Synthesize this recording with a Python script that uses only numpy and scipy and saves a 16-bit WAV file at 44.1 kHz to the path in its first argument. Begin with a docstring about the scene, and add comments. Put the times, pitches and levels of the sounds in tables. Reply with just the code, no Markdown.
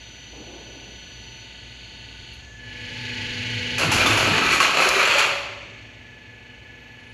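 """Hydraulic shear cutting a roofing panel

The hydraulic shear of a roll forming line cuts off a thin steel panel in a factory hall.
The pump is built from tones locked to its shaft over filtered noise; a motor drive whines beside it.
The pump labours as the blade comes down, then eases on the return stroke.
The steel crackles and tears as random clicks and snaps ring its modes; the offcut crashes and rattles to rest."""
import sys
import numpy as np
from scipy import signal
from scipy.fft import rfft, irfft
from scipy.io import wavfile
from scipy.ndimage import uniform_filter1d, map_coordinates

SR = 44100
rng = np.random.default_rng(int(sys.argv[2]) if len(sys.argv) > 2 else 0)


def output_pcm(signal):
    """Save a mono or channel-first signal as 16-bit PCM at the path in sys.argv[1].

    Samples are clipped to [-1, 1] before scaling.
    """
    pcm = np.clip(np.atleast_2d(signal).T, -1, 1) * 32767
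    wavfile.write(sys.argv[1], SR, np.round(pcm).astype(np.int16))


N = 314433
TIME = np.arange(N) / SR
# the cutting cycle: the valve opens, the ram takes up load, the blade is through, the valve reverses
VALVE_S, LOAD_S, THROUGH_S, RETURN_S = 2.34, 2.527, 4.365, 5.09
PRESSURE_RISE_S, PRESSURE_FALL_DB_PER_S = 1, 70
BOUT_ATTACK_S, BOUT_RELEASE_DB_PER_S = 0.011, 153   # how the steel's contacts start and die away
BOOM_S = 3.8   # the panel starts to boom and sway
FLEX, FLEX_PER_S = .02, 7   # the sheet's modes shift by about this share as it bends, and about this often


def from_db(db):
    """Decibels to gain."""
    return np.exp(np.asarray(db) * np.log(10) / 20)


def rms_one(x):
    """Scale to unit rms."""
    return x / np.sqrt(np.mean(x ** 2) + 1e-20)


def at_hz(points, hz):
    """Read a table on a log-frequency axis."""
    f, value = np.transpose(points)
    return np.interp(np.log(np.maximum(hz, 1)), np.log(f), value)


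def noise(size=N):
    """White noise of spread 1."""
    return rng.standard_normal(size)


def band(x, low_hz, high_hz):
    """Causal band-pass."""
    sections = signal.butter(2, [low_hz, min(high_hz, SR / 2 - 1)], "band", fs=SR, output="sos")
    return signal.sosfilt(sections, x + 1e-18)


def through(x, response):
    """Play x through an impulse response."""
    return signal.oaconvolve(x, response)[:len(x)]


def colour(x, spectrum, size=8192):
    """Causal (minimum-phase) filter with the given spectrum."""
    gains = from_db(at_hz(spectrum, np.arange(size // 2 + 1) * SR / size))
    cepstrum = irfft(np.log(gains))
    # folding the cepstrum forward in time makes the filter minimum-phase
    cepstrum[1:size // 2] *= 2
    cepstrum[size // 2 + 1:] = 0
    return through(x, irfft(np.exp(rfft(cepstrum))))


def drift(rate):
    """Smooth random wander of spread 1, from random knots at twice the rate per second."""
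    knots, coarse = noise(size=int(N / SR * rate * 2) + 4), TIME[::25]
    wander = map_coordinates(knots, [coarse * rate * 2], order=3, mode="nearest")
    return np.interp(TIME, coarse, rms_one(wander))


def rough_tone(hz, width_hz):
    """A narrow, unsteady tone that follows a pitch curve; rms 1."""
    phase = 2 * np.pi * np.cumsum(hz) / SR
    return rms_one(drift(width_hz) * np.cos(phase) + drift(width_hz) * np.sin(phase))


def envelope(start_s, end_s, attack_s, fall_db_per_s):
    """Rises toward 1 from the start, holds, and dies away after the end."""
    rise = 1 - np.exp(-np.maximum(TIME - start_s, 0) / attack_s)
    return rise * from_db(-fall_db_per_s * np.maximum(TIME - end_s, 0))


def swell_and_die(t, rise_s, t60):
    """Envelope of a struck mode; peak 1."""
    shape = (1 - np.exp(-t / rise_s)) * from_db(-60 * t / t60)
    return shape / shape.max()


def pressure():
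    """Load on the ram, 0-1: builds as the blade presses and bleeds off once it is through."""
    return envelope(LOAD_S, THROUGH_S, PRESSURE_RISE_S, PRESSURE_FALL_DB_PER_S)


# colour of the steady hall noise: pitch_hz, level_db (per Hz, relative)
HALL_NOISE = [(35, -18), (100, -5), (300, -2.5), (600, -11), (1200, -15), (2500, -10.5), (5000, -30),
              (10500, -46), (13000, -70), (14000, -72)]


def hall_noise(level_db=-53):
    """Steady background noise of the hall, filtered from white noise."""
    return from_db(level_db) * rms_one(colour(noise(), HALL_NOISE))


def falling_hiss(start_s=6.6, start_hz=14050, sag_per_s=.6, start_db=-92, rise_db_per_s=32):
    """A very faint, narrow band of hiss near 14 kHz slides down and swells towards the end."""
    age = np.maximum(TIME - start_s, 0)
    gain = (TIME > start_s) * from_db(start_db + rise_db_per_s * age)
    return gain * rough_tone(start_hz * np.exp(-sag_per_s * age), width_hz=160)


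# pushes of the distant clatter: start_s, end_s, level_db
FAR_PUSHES = [(0.309, 0.402, -45.5), (0.457, 0.56, -45.5), (0.6, 0.7, -57)]
# its dull colour: pitch_hz, level_db (per Hz, relative)
FAR_COLOUR = [(100, -14), (330, -0.5), (900, -12), (1300, -27), (2500, -57)]


def far_clatter(lumpy_db=2.0, fall_db_per_s=27):
    """A dull clatter far down the hall, its pushes blurred into a wash of noise."""
    power = 0
    for start_s, end_s, db in FAR_PUSHES:
        power = power + (from_db(db) * envelope(start_s, end_s, 0.016, fall_db_per_s)) ** 2
    return np.sqrt(power) * from_db(lumpy_db * drift(7.35)) * rms_one(colour(noise(), FAR_COLOUR))


# colour of the machine frame's rumble: pitch_hz, level_db (per Hz, relative)
FRAME_COLOUR = [(20, -60), (42, -34), (56, 0), (76, -7.5), (120, 3), (145, -16), (300, -20), (700, -18.5),
                (1500, -50)]


def frame(rumble_db=-51, load_db=-47, hum_hz=58.4, hum_db=-51, return_hum_db=-57,
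          drone_db=-32, return_drone_db=-54, shudder_db=-45, shudder_hz=71):
    """Rumble, an uneven hum, a shudder as the ram starts, and a resonance that drones under load."""
    load = pressure()
    rumble = (from_db(rumble_db) + from_db(load_db) * load) * rms_one(colour(noise(), FRAME_COLOUR))
    # the hum eases after the cut
    hum_gain = from_db(np.interp(TIME, [THROUGH_S, RETURN_S], [hum_db, return_hum_db]))
    hum = hum_gain * np.sqrt(2) * np.sin(2 * np.pi * hum_hz * TIME + .5 * drift(8.6))
    shudder_gain = from_db(shudder_db) * envelope(VALVE_S, VALVE_S + 0.099, attack_s=0.0097, fall_db_per_s=90)
    shudder = shudder_gain * np.sin(2 * np.pi * shudder_hz * TIME)
    # the drone is heard faintly on the return stroke too
    drone_gain = from_db(return_drone_db) * (TIME > RETURN_S) + from_db(drone_db) * load
    drone = drone_gain * rms_one(band(noise(), 98.0, 115.7))
    return rumble + hum + shudder + drone


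# switching whine of the motor drive: pitch_hz, level_db (rms, before the fades)
DRIVE_TONES = [(5981, -63), (6020, -54.5), (11843, -82)]


def drive(stop_s=1.43, standby_db=-23, hiss_db=-58, hiss_low_hz=5900, hiss_high_hz=6900):
    """The feed motor's switching tones drop to a trace when the feed stops; they and a hiss fade with the cut."""
    feeding = envelope(0, stop_s, attack_s=0.0016, fall_db_per_s=444)
    powered = envelope(0, LOAD_S, attack_s=.002, fall_db_per_s=52)
    tones = 0
    for hz, db in DRIVE_TONES:
        tones = tones + np.sqrt(2) * from_db(db) * np.sin(2 * np.pi * (hz * TIME + rng.random()))
    hiss = rms_one(band(noise(), hiss_low_hz, hiss_high_hz))
    return (feeding + from_db(standby_db) * powered) * tones + from_db(hiss_db) * powered * hiss


VALVE_TRAVEL_S = 0.035
IDLE_DB, IDLE_RISE_DB_PER_S, IDLE_FALL_DB_PER_S = -46, 1.08, 65   # oil rush while the pump idles
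FREE_RAM_DB, FULL_LOAD_DB = -51.5, -27   # oil rush with the ram running free, and what full pressure adds
RUSH_BUILD_S = 0.18   # turbulence lags a little behind the pressure
RETURN_DB, RETURN_RISE_DB_PER_S = -53, 2   # oil rush on the return stroke


def oil_flows():
    """Strength of the flow through the idle, cutting and return positions of the valve."""
    idle_fall_db = IDLE_FALL_DB_PER_S * np.maximum(TIME - VALVE_S, 0)
    idle = from_db(IDLE_DB + IDLE_RISE_DB_PER_S * TIME - idle_fall_db)
    free_ram = from_db(FREE_RAM_DB) * envelope(VALVE_S, THROUGH_S, VALVE_TRAVEL_S, PRESSURE_FALL_DB_PER_S)
    loaded = from_db(FULL_LOAD_DB) * pressure() * envelope(LOAD_S, TIME[-1], RUSH_BUILD_S, 0)
    returning = from_db(RETURN_DB + RETURN_RISE_DB_PER_S * (TIME - RETURN_S))
    returning = returning * envelope(RETURN_S, TIME[-1], VALVE_TRAVEL_S, 0)
    return np.array([idle, free_ram + loaded, returning])


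VANES = 10


def oil_rush(turns, spectrum, repeating, pulsing):
    """Part of the rush repeats on every turn of the shaft; all of it swells as each vane passes."""
    one_turn = noise(size=1800)
    locked = map_coordinates(one_turn, [turns % 1 * len(one_turn)], order=3, mode="wrap")
    swell = 1 + pulsing * np.cos(2 * np.pi * VANES * turns) + 0.14 * np.cos(2 * np.pi * turns)
    return rms_one(colour((noise() + repeating * locked) * swell, spectrum))


# resonances and dips of the pump casing and its pipes: pitch_hz, width_hz, level_db
CASING = [(1880, 55, -10), (4344, 81, 6), (4480, 87, -9.5), (4600, 77, 5), (4030, 92, -5)]


def casing(x):
    """The casing lifts the rush at its resonances and hollows it at its dips."""
    for hz, width_hz, db in CASING:
        w, a = 2 * np.pi * hz / SR, from_db(db / 2)
        half = np.pi * width_hz / SR
        top = [1 + half * a, -2 * np.cos(w), 1 - half * a]
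        bottom = [1 + half / a, -2 * np.cos(w), 1 - half / a]
        x = signal.lfilter(top, bottom, x)
    return x


# pump motor, which slips under load: time_s, turns_per_s
SHAFT = [(0, 24.905), (2.3, 24.9), (2.45, 24.77), (2.75, 24.61), (3.05, 24.5), (3.7, 24.5), (4.6, 24.6),
         (5.6, 24.68), (7.13, 24.665)]
# vane harmonics and sidebands: shaft_multiple, idle_db, cutting_db, return_db (before the shared lift)
PUMP_TONES = [(10, -68.0, -42, -58.5), (19, -80.0, -55.5, -65.5), (20, -78.0, -49, -68),
              (35, -68.5, -54, -66), (36, -63.0, -51, -68), (59, -63.0, -67.0, -79.5),
              (60, -61, -52.0, -66.0), (61, -66, -59, -78), (68, -68.0, -52, -70), (69, -62.5, -48, -57.5),
              (70, -80.5, -49.0, -52.5), (79, -60.5, -47.0, -64.5), (80, -68.0, -49.5, -68.0),
              (81, -67.5, -50, -79.0), (90, -76.5, -45.5, -63.5), (91, -82, -53.5, -66.0),
              (100, -70, -46.5, -64.5), (104, -68, -54, -65), (109, -60.5, -54, -66.0),
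              (119, -66.0, -46, -67.5), (120, -58.5, -39.5, -60), (129, -64.0, -53.0, -68.5),
              (130, -65.5, -48.5, -75.5), (150, -60.5, -63, -76), (173, -58.0, -61.0, -79),
              (178, -80.0, -52.5, -80), (179, -66, -60, -86)]
# oil rush (idle, cutting, return) at which the tones have their listed strength: level_db
STEADY_DB = [-42, -30, -48]
# colour of the oil rush in each valve position: pitch_hz, level_db (per Hz, relative)
IDLE_OIL = [(200, -3.5), (600, -18.5), (1200, -23.5), (1700, -10), (2900, 1.5), (4000, -8), (4300, -2.5),
            (4650, -5.5), (5300, -28.5), (6300, -38), (8300, -41), (10700, -32), (14000, -63)]
CUTTING_OIL = [(150, -1.5), (450, -6.5), (800, -15.5), (1300, -16), (1700, -0.5), (2700, 3.5), (3700, -5),
               (4400, -3), (5200, -15), (6700, -13), (8200, -33), (10700, -30.5), (14000, -51)]
RETURN_OIL = [(200, -3.5), (480, -7), (650, -1), (1200, -13), (1800, 8.5), (2600, 11), (4000, -3.5),
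              (4350, 0.5), (5000, -13), (6500, -6.5), (8200, -24.5), (12000, -71)]
RETURN_SURGE_DB, RETURN_SETTLE_S = -25.5, 0.24   # the trapped oil escapes as the valve reverses
THROB_TURN, THROB_SPREAD_TURNS = .62, .07   # where in each turn of the shaft the pump works hardest
WHINE_TOP_LOAD = 0.65   # share of full pressure beyond which the cutting tones grow no louder
RETURN_WHINE_BUILD_S = 0.31   # the tones of the return stroke emerge slowly


def pump(waver_db=1.63, phase_wander=0.19, lift_db=2.0, beat=0.4, sing_db=-40.0, sing_s=0.36):
    """Tones on multiples of the shaft rate over the rush of oil; the pressure line sings as the valve opens."""
    turns = np.cumsum(np.interp(TIME, *np.transpose(SHAFT))) / SR
    flows = oil_flows()
    rush = flows[0] * oil_rush(turns, IDLE_OIL, repeating=0.62, pulsing=0.065)
    rush += flows[1] * oil_rush(turns, CUTTING_OIL, repeating=0.5, pulsing=0.074)
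    settling = np.exp(-np.maximum(TIME - RETURN_S, 0) / RETURN_SETTLE_S)
    surge = (TIME > RETURN_S) * from_db(RETURN_SURGE_DB) * settling
    rush += (flows[2] + surge) * oil_rush(turns, RETURN_OIL, repeating=0.63, pulsing=0.048)
    out = casing(rush)
    # the cutting tones need pressure, not just flow
    flows[1] = from_db(FULL_LOAD_DB) * np.minimum(pressure(), WHINE_TOP_LOAD)
    flows[2] *= envelope(RETURN_S, TIME[-1], RETURN_WHINE_BUILD_S, 0)
    wavers, starts = [drift(5) for _ in range(7)], rng.random(len(PUMP_TONES))
    throb_angles = THROB_TURN + THROB_SPREAD_TURNS * noise(size=len(PUMP_TONES))
    for multiple, *state_db in PUMP_TONES:
        # a vane harmonic and its sidebands stay in step, so each group throbs once a turn
        group = round(multiple / VANES)
        gain = from_db(np.array(state_db) - STEADY_DB + lift_db) @ flows
        waver = from_db(waver_db * wavers[group % len(wavers)])
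        phase = 2 * np.pi * (multiple * (turns - throb_angles[group]) + starts[group])
        phase = phase + phase_wander * wavers[(group + 2) % len(wavers)]
        out += np.sqrt(2) * gain * waver * np.cos(phase)
    # the line sings on the seventh vane harmonic, beating with a tone one shaft rate below
    shaft_turns = turns - throb_angles[7]
    seventh = 2 * np.pi * (7 * VANES * shaft_turns + starts[7])
    sing = np.cos(seventh) + beat * np.cos(seventh - 2 * np.pi * shaft_turns)
    sing_shape = envelope(VALVE_S, VALVE_S + sing_s, attack_s=0.3, fall_db_per_s=28)
    return out + from_db(sing_db) * sing_shape * sing


def valve_tick(start_s=2.328, level_db=-55):
    """A faint bright tick of noise as the valve switches over."""
    age = np.maximum(TIME - start_s, 0)
    shape = from_db(-60 * age / .12) * (1 - np.exp(-age / .012))
    return from_db(level_db) * shape * rms_one(band(noise(), 8850, 12000))


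def wobble(level_db=-45, end_s=4.56):
    """The wide loose panel sways and pumps the air until it tips off the die."""
    sway = envelope(BOOM_S, end_s, .08, BOUT_RELEASE_DB_PER_S)
    return from_db(level_db) * sway * rms_one(band(noise(), 42, 88))


# bare edges scrape over the die and the pile: start_s, end_s, level_db, squeal_hz (at the start)
SCRAPES = [(4.496, 4.542, -30, 4410), (4.612, 4.638, -30, 4420), (5.178, 5.2, -31, 6860)]


def scrapes(grit_db=-2, sag_per_s=1.2):
    """An edge sticks and slips: grit around a rough squeal that sags as the edge slides on."""
    out, grit = 0, rms_one(band(noise() * drift(250), 3800, 7900))
    for start_s, end_s, db, hz in SCRAPES:
        squeal = rough_tone(hz * np.exp(-sag_per_s * np.abs(TIME - start_s)), width_hz=220)
        contact = envelope(start_s, end_s, BOUT_ATTACK_S, 300)
        out = out + from_db(db) * contact * rms_one(squeal + from_db(grit_db) * grit)
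    return out


# the whole panel buckles under the blade, then slaps flat on the pile:
# start_s, pitch_hz, level_db (peak of the note alone)
THUDS = [(3.844, 152, -25), (3.885, 116, -22.5), (3.938, 104, -24), (3.941, 62, -28), (4.052, 265, -21.5),
         (4.095, 324, -24.5), (4.148, 264, -26), (4.222, 118, -25), (4.273, 298, -21.5), (4.312, 152, -25),
         (4.745, 371, -30), (4.855, 367, -21.5), (4.876, 49.7, -36), (4.96, 384.5, -23.5),
         (5.153, 555, -23)]


def thuds(rise_s=0.0056, t60_s=0.13, bend=0.071, rustle_db=-8):
    """Each buckle is a low note that starts sharp and sags as the panel relaxes, with rustle around it."""
    out, t = np.zeros(N), TIME[:SR // 2]
    shape = swell_and_die(t, rise_s, t60_s)
    for s, hz, peak_db in THUDS:
        pitch_hz = hz * (1 + bend * np.exp(-t / 0.018))   # bend: share by which the pitch starts sharp
        note = np.sin(2 * np.pi * np.cumsum(pitch_hz) / SR)
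        rustle = from_db(rustle_db) * rms_one(band(noise(size=len(t)), hz * 0.48, hz * 2.15))
        start = round(s * SR)
        out[start:start + len(t)] += from_db(peak_db) * shape * (note + rustle)
    return out


# colour of the sound the sheet gives off: pitch_hz, level_db (per Hz, relative)
SHEET_COLOUR = [(290, -9), (375, -4.5), (450, -11), (560, -9), (950, -3.5), (1280, 1.5), (1950, -4.5),
                (2480, 3), (3650, -12), (4350, -6.5), (5000, -18.5), (6900, -13.5), (8300, -29),
                (10600, -27), (14000, -32.5)]
# its longest-ringing modes: pitch_hz, level_db (relative, before a random spread)
SHEET_MODES = [(375, -2), (515, -2), (555, 0), (931, -1), (1153, 1), (1282, 3), (1403, 0), (1515, 1),
               (1686, 2), (2167, 2), (2258, 2), (2470, 4), (2524, 5)]


def sheet_response(crack, dense_t60, modes_db, modes_t60, mode_spread_db=4):
    """One snap of thin steel: a crack, a crowd of short modes and a few that ring on and bend; unit energy."""
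    t = TIME[:SR]
    crowd = rms_one(noise(size=len(t)) * from_db(-60 * t / dense_t60))
    crowd = crowd + crack * rms_one(noise(size=len(t)) * from_db(-60 * t / 0.0053))
    flexing = np.sin(2 * np.pi * (FLEX_PER_S * t * rng.uniform(0.52, 1) + rng.random()))
    bent_time = np.cumsum(1 + FLEX * flexing) / SR
    modes = 0
    for hz, db in SHEET_MODES:   # new strengths each time
        strength = from_db(db + mode_spread_db * rng.normal()) * rng.choice([-1, 1])
        modes = modes + strength * np.sin(2 * np.pi * hz * bent_time)
    ringing = rms_one(modes * from_db(-60 * t / modes_t60))
    response = rms_one(colour(crowd, SHEET_COLOUR)) + from_db(modes_db) * ringing
    return response / np.linalg.norm(response)


# bouts of rattling as the sheet is sheared, tips over the die, lands and settles on the pile:
# start_s, end_s, clatter_db, flap_db
BOUTS = [(3.783, 3.847, -23.5, -30), (3.894, 4.41, -23.5, -31), (4.41, 4.533, -21, -34),
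         (4.608, 4.657, -19.5, -28.5), (4.731, 4.874, -21.5, -27.5), (4.927, 5.112, -21.5, -32),
         (5.117, 5.234, -21, -29.5)]
BOOM_END_S, BOOM_DB, BOOM_FALL_DB_PER_S = 4.4, -32.5, 22.5   # the clamped panel booms until it comes loose
CRACKLE_DB = -24   # top fizz of the steel, relative to the clatter


def rattle(per_s=420, spread_db=3.5, surge_db=1.0, count=6):
    """Dense slips and buckles ring the sheet: clatter, flap and fizz in bouts, and a boom while it is held."""
    steel = 0
    for _ in range(count):   # regions of the sheet take turns, each with its own mode strengths
        sizes = from_db(spread_db * np.minimum(rng.exponential(1, N), 2) + 5.4 * drift(5))
        clicks = (rng.random(N) < per_s / count / SR) * sizes * rng.choice([-1, 1], N)
        response = sheet_response(crack=0.46, dense_t60=0.18, modes_db=-12.5, modes_t60=0.24)
        steel = steel + through(clicks, response)
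    # bending shifts every resonance
    bent_samples = np.cumsum(1 + FLEX * drift(FLEX_PER_S))
    steel = map_coordinates(steel, [bent_samples], order=3, mode="mirror")
    # the overall force stays even
    steel = steel / np.sqrt(np.abs(uniform_filter1d(steel ** 2, size=1500)) + 1e-12)
    clatter, flap = 0, 0
    for start_s, end_s, clatter_db, flap_db in BOUTS:
        contact = envelope(start_s, end_s, BOUT_ATTACK_S, BOUT_RELEASE_DB_PER_S)
        clatter = np.maximum(clatter, from_db(clatter_db) * contact)
        flap = np.maximum(flap, from_db(flap_db) * contact)
    boom = from_db(BOOM_DB) * envelope(BOOM_S, BOOM_END_S, BOUT_ATTACK_S, BOOM_FALL_DB_PER_S)
    sound = clatter * from_db(surge_db * drift(20)) * rms_one(band(steel, 1210, 8900))
    sound += boom * from_db(surge_db * drift(10)) * rms_one(band(band(steel, 134, 460), 72, 490))
    sound += flap * from_db(surge_db * drift(18)) * rms_one(band(band(steel, 436, 763), 220, 1130))
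    crackle = rms_one(band(band(steel, 8260, 11000), 8800, 14000))
    return sound + clatter * from_db(CRACKLE_DB) * crackle


# sharp snaps and landings; each spot of the sheet favours one ringing pitch:
# start_s, strength_db (relative), ring_hz
SNAPS = [(3.781, -15.5, 2500), (3.818, -9.5, 2720), (3.916, -12.5, 878), (4.005, -6, 2407),
         (4.062, -6.5, 3520), (4.069, -12, 1250), (4.112, -11, 2560), (4.171, -15, 936), (4.228, -15, 2590),
         (4.334, -15, 1735), (4.372, -14, 2456), (4.421, -13.5, 1310), (4.528, -5.5, 2380),
         (4.559, -12, 2510), (4.602, -1.5, 1105), (4.648, -11, 2450), (4.77, -8.5, 2400), (4.802, -6, 1303),
         (4.823, -8, 2500), (4.846, -9, 1540), (4.907, -9, 2430), (4.994, -6, 2274), (5.011, -10, 1270),
         (5.03, -14, 2450), (5.113, -10.5, 2510), (5.182, -8, 2480)]
# bright ticks of the bare edge: start_s, strength_db (relative), t60_s
TICKS = [(3.781, -16.5, .29), (3.916, -10.5, 0.5), (4.062, -13.5, .68), (4.171, -15.5, .47),
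         (4.52, -17, 0.54), (4.602, -16, .25), (4.806, -13.5, 1), (4.887, -13.5, .037), (5.182, -17.5, .16)]
# their colour: pitch_hz, level_db (per Hz, relative)
TICK_COLOUR = [(2000, -19), (4300, 6), (7000, 5.5), (8400, -10), (10600, 1), (14000, -19)]


def snaps(body_db=16.5, ring_db=-14.0, ring_follows=0.46, tick_db=17.5, tick_rise_s=0.0012):
    """Ribs give way one by one, then the offcut hits the die and the pile; bare edges add bright ticks."""
    out, t = np.zeros(N), TIME[:SR]
    for s, strength_db, ring_hz in SNAPS:
        response = sheet_response(crack=0.25, dense_t60=0.28, modes_db=-9, modes_t60=0.5)
        body = from_db(strength_db + body_db) * band(response, 270, 16000)
        ring = swell_and_die(t, rise_s=0.0019, t60=0.06) * np.sin(2 * np.pi * ring_hz * t)
        # the ring grows less than the body in harder snaps
        out[round(s * SR):][:len(t)] += body + from_db(ring_db + ring_follows * strength_db) * ring
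    for s, db, t60 in TICKS:
        tick = colour(noise(size=len(t)) * swell_and_die(t, tick_rise_s, t60), TICK_COLOUR)
        out[round(s * SR):][:len(t)] += from_db(db + tick_db) * tick / np.linalg.norm(tick)
    return out


# how long the hall rings: pitch_hz, t60_s
HALL_T60 = [(100, 0.47), (500, 1.2), (2000, 0.78), (4000, 0.89), (7000, 0.57)]


def hall(x, wet_db):
    """Direct sound plus a diffuse tail of noise bands, each dying at its own rate."""
    t, tail = TIME[:2 * SR], 0
    edges = np.geomspace(40, 16000, 13)
    for low, high in zip(edges, edges[1:]):
        decay = from_db(-60 * t / at_hz(HALL_T60, np.sqrt(low * high)))
        tail = tail + band(noise(size=len(t)), low, high) * decay
    tail = tail * (1 - np.exp(-t / 0.031))   # the tail builds up softly
    return x + from_db(wet_db) * through(x, tail / np.linalg.norm(tail))


def scene():
    """The steady machine, with the crash of the sheet ringing through the hall."""
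    background = hall_noise() + falling_hiss() + far_clatter()
    machine = frame() + drive() + pump() + valve_tick()
    steel = hall(scrapes() + thuds() + rattle() + snaps(), wet_db=-7.5)
    return (background + machine + wobble() + steel)[None]


def record(dry, cutoff_hz=14050):
    """The deepest bass and the top are cut."""
    trimmed = band(dry, 28, 21000)
    return signal.sosfilt(signal.ellip(10, .2, 80, cutoff_hz, fs=SR, output="sos"), trimmed)


dry = scene()
out = record(dry)
output_pcm(out)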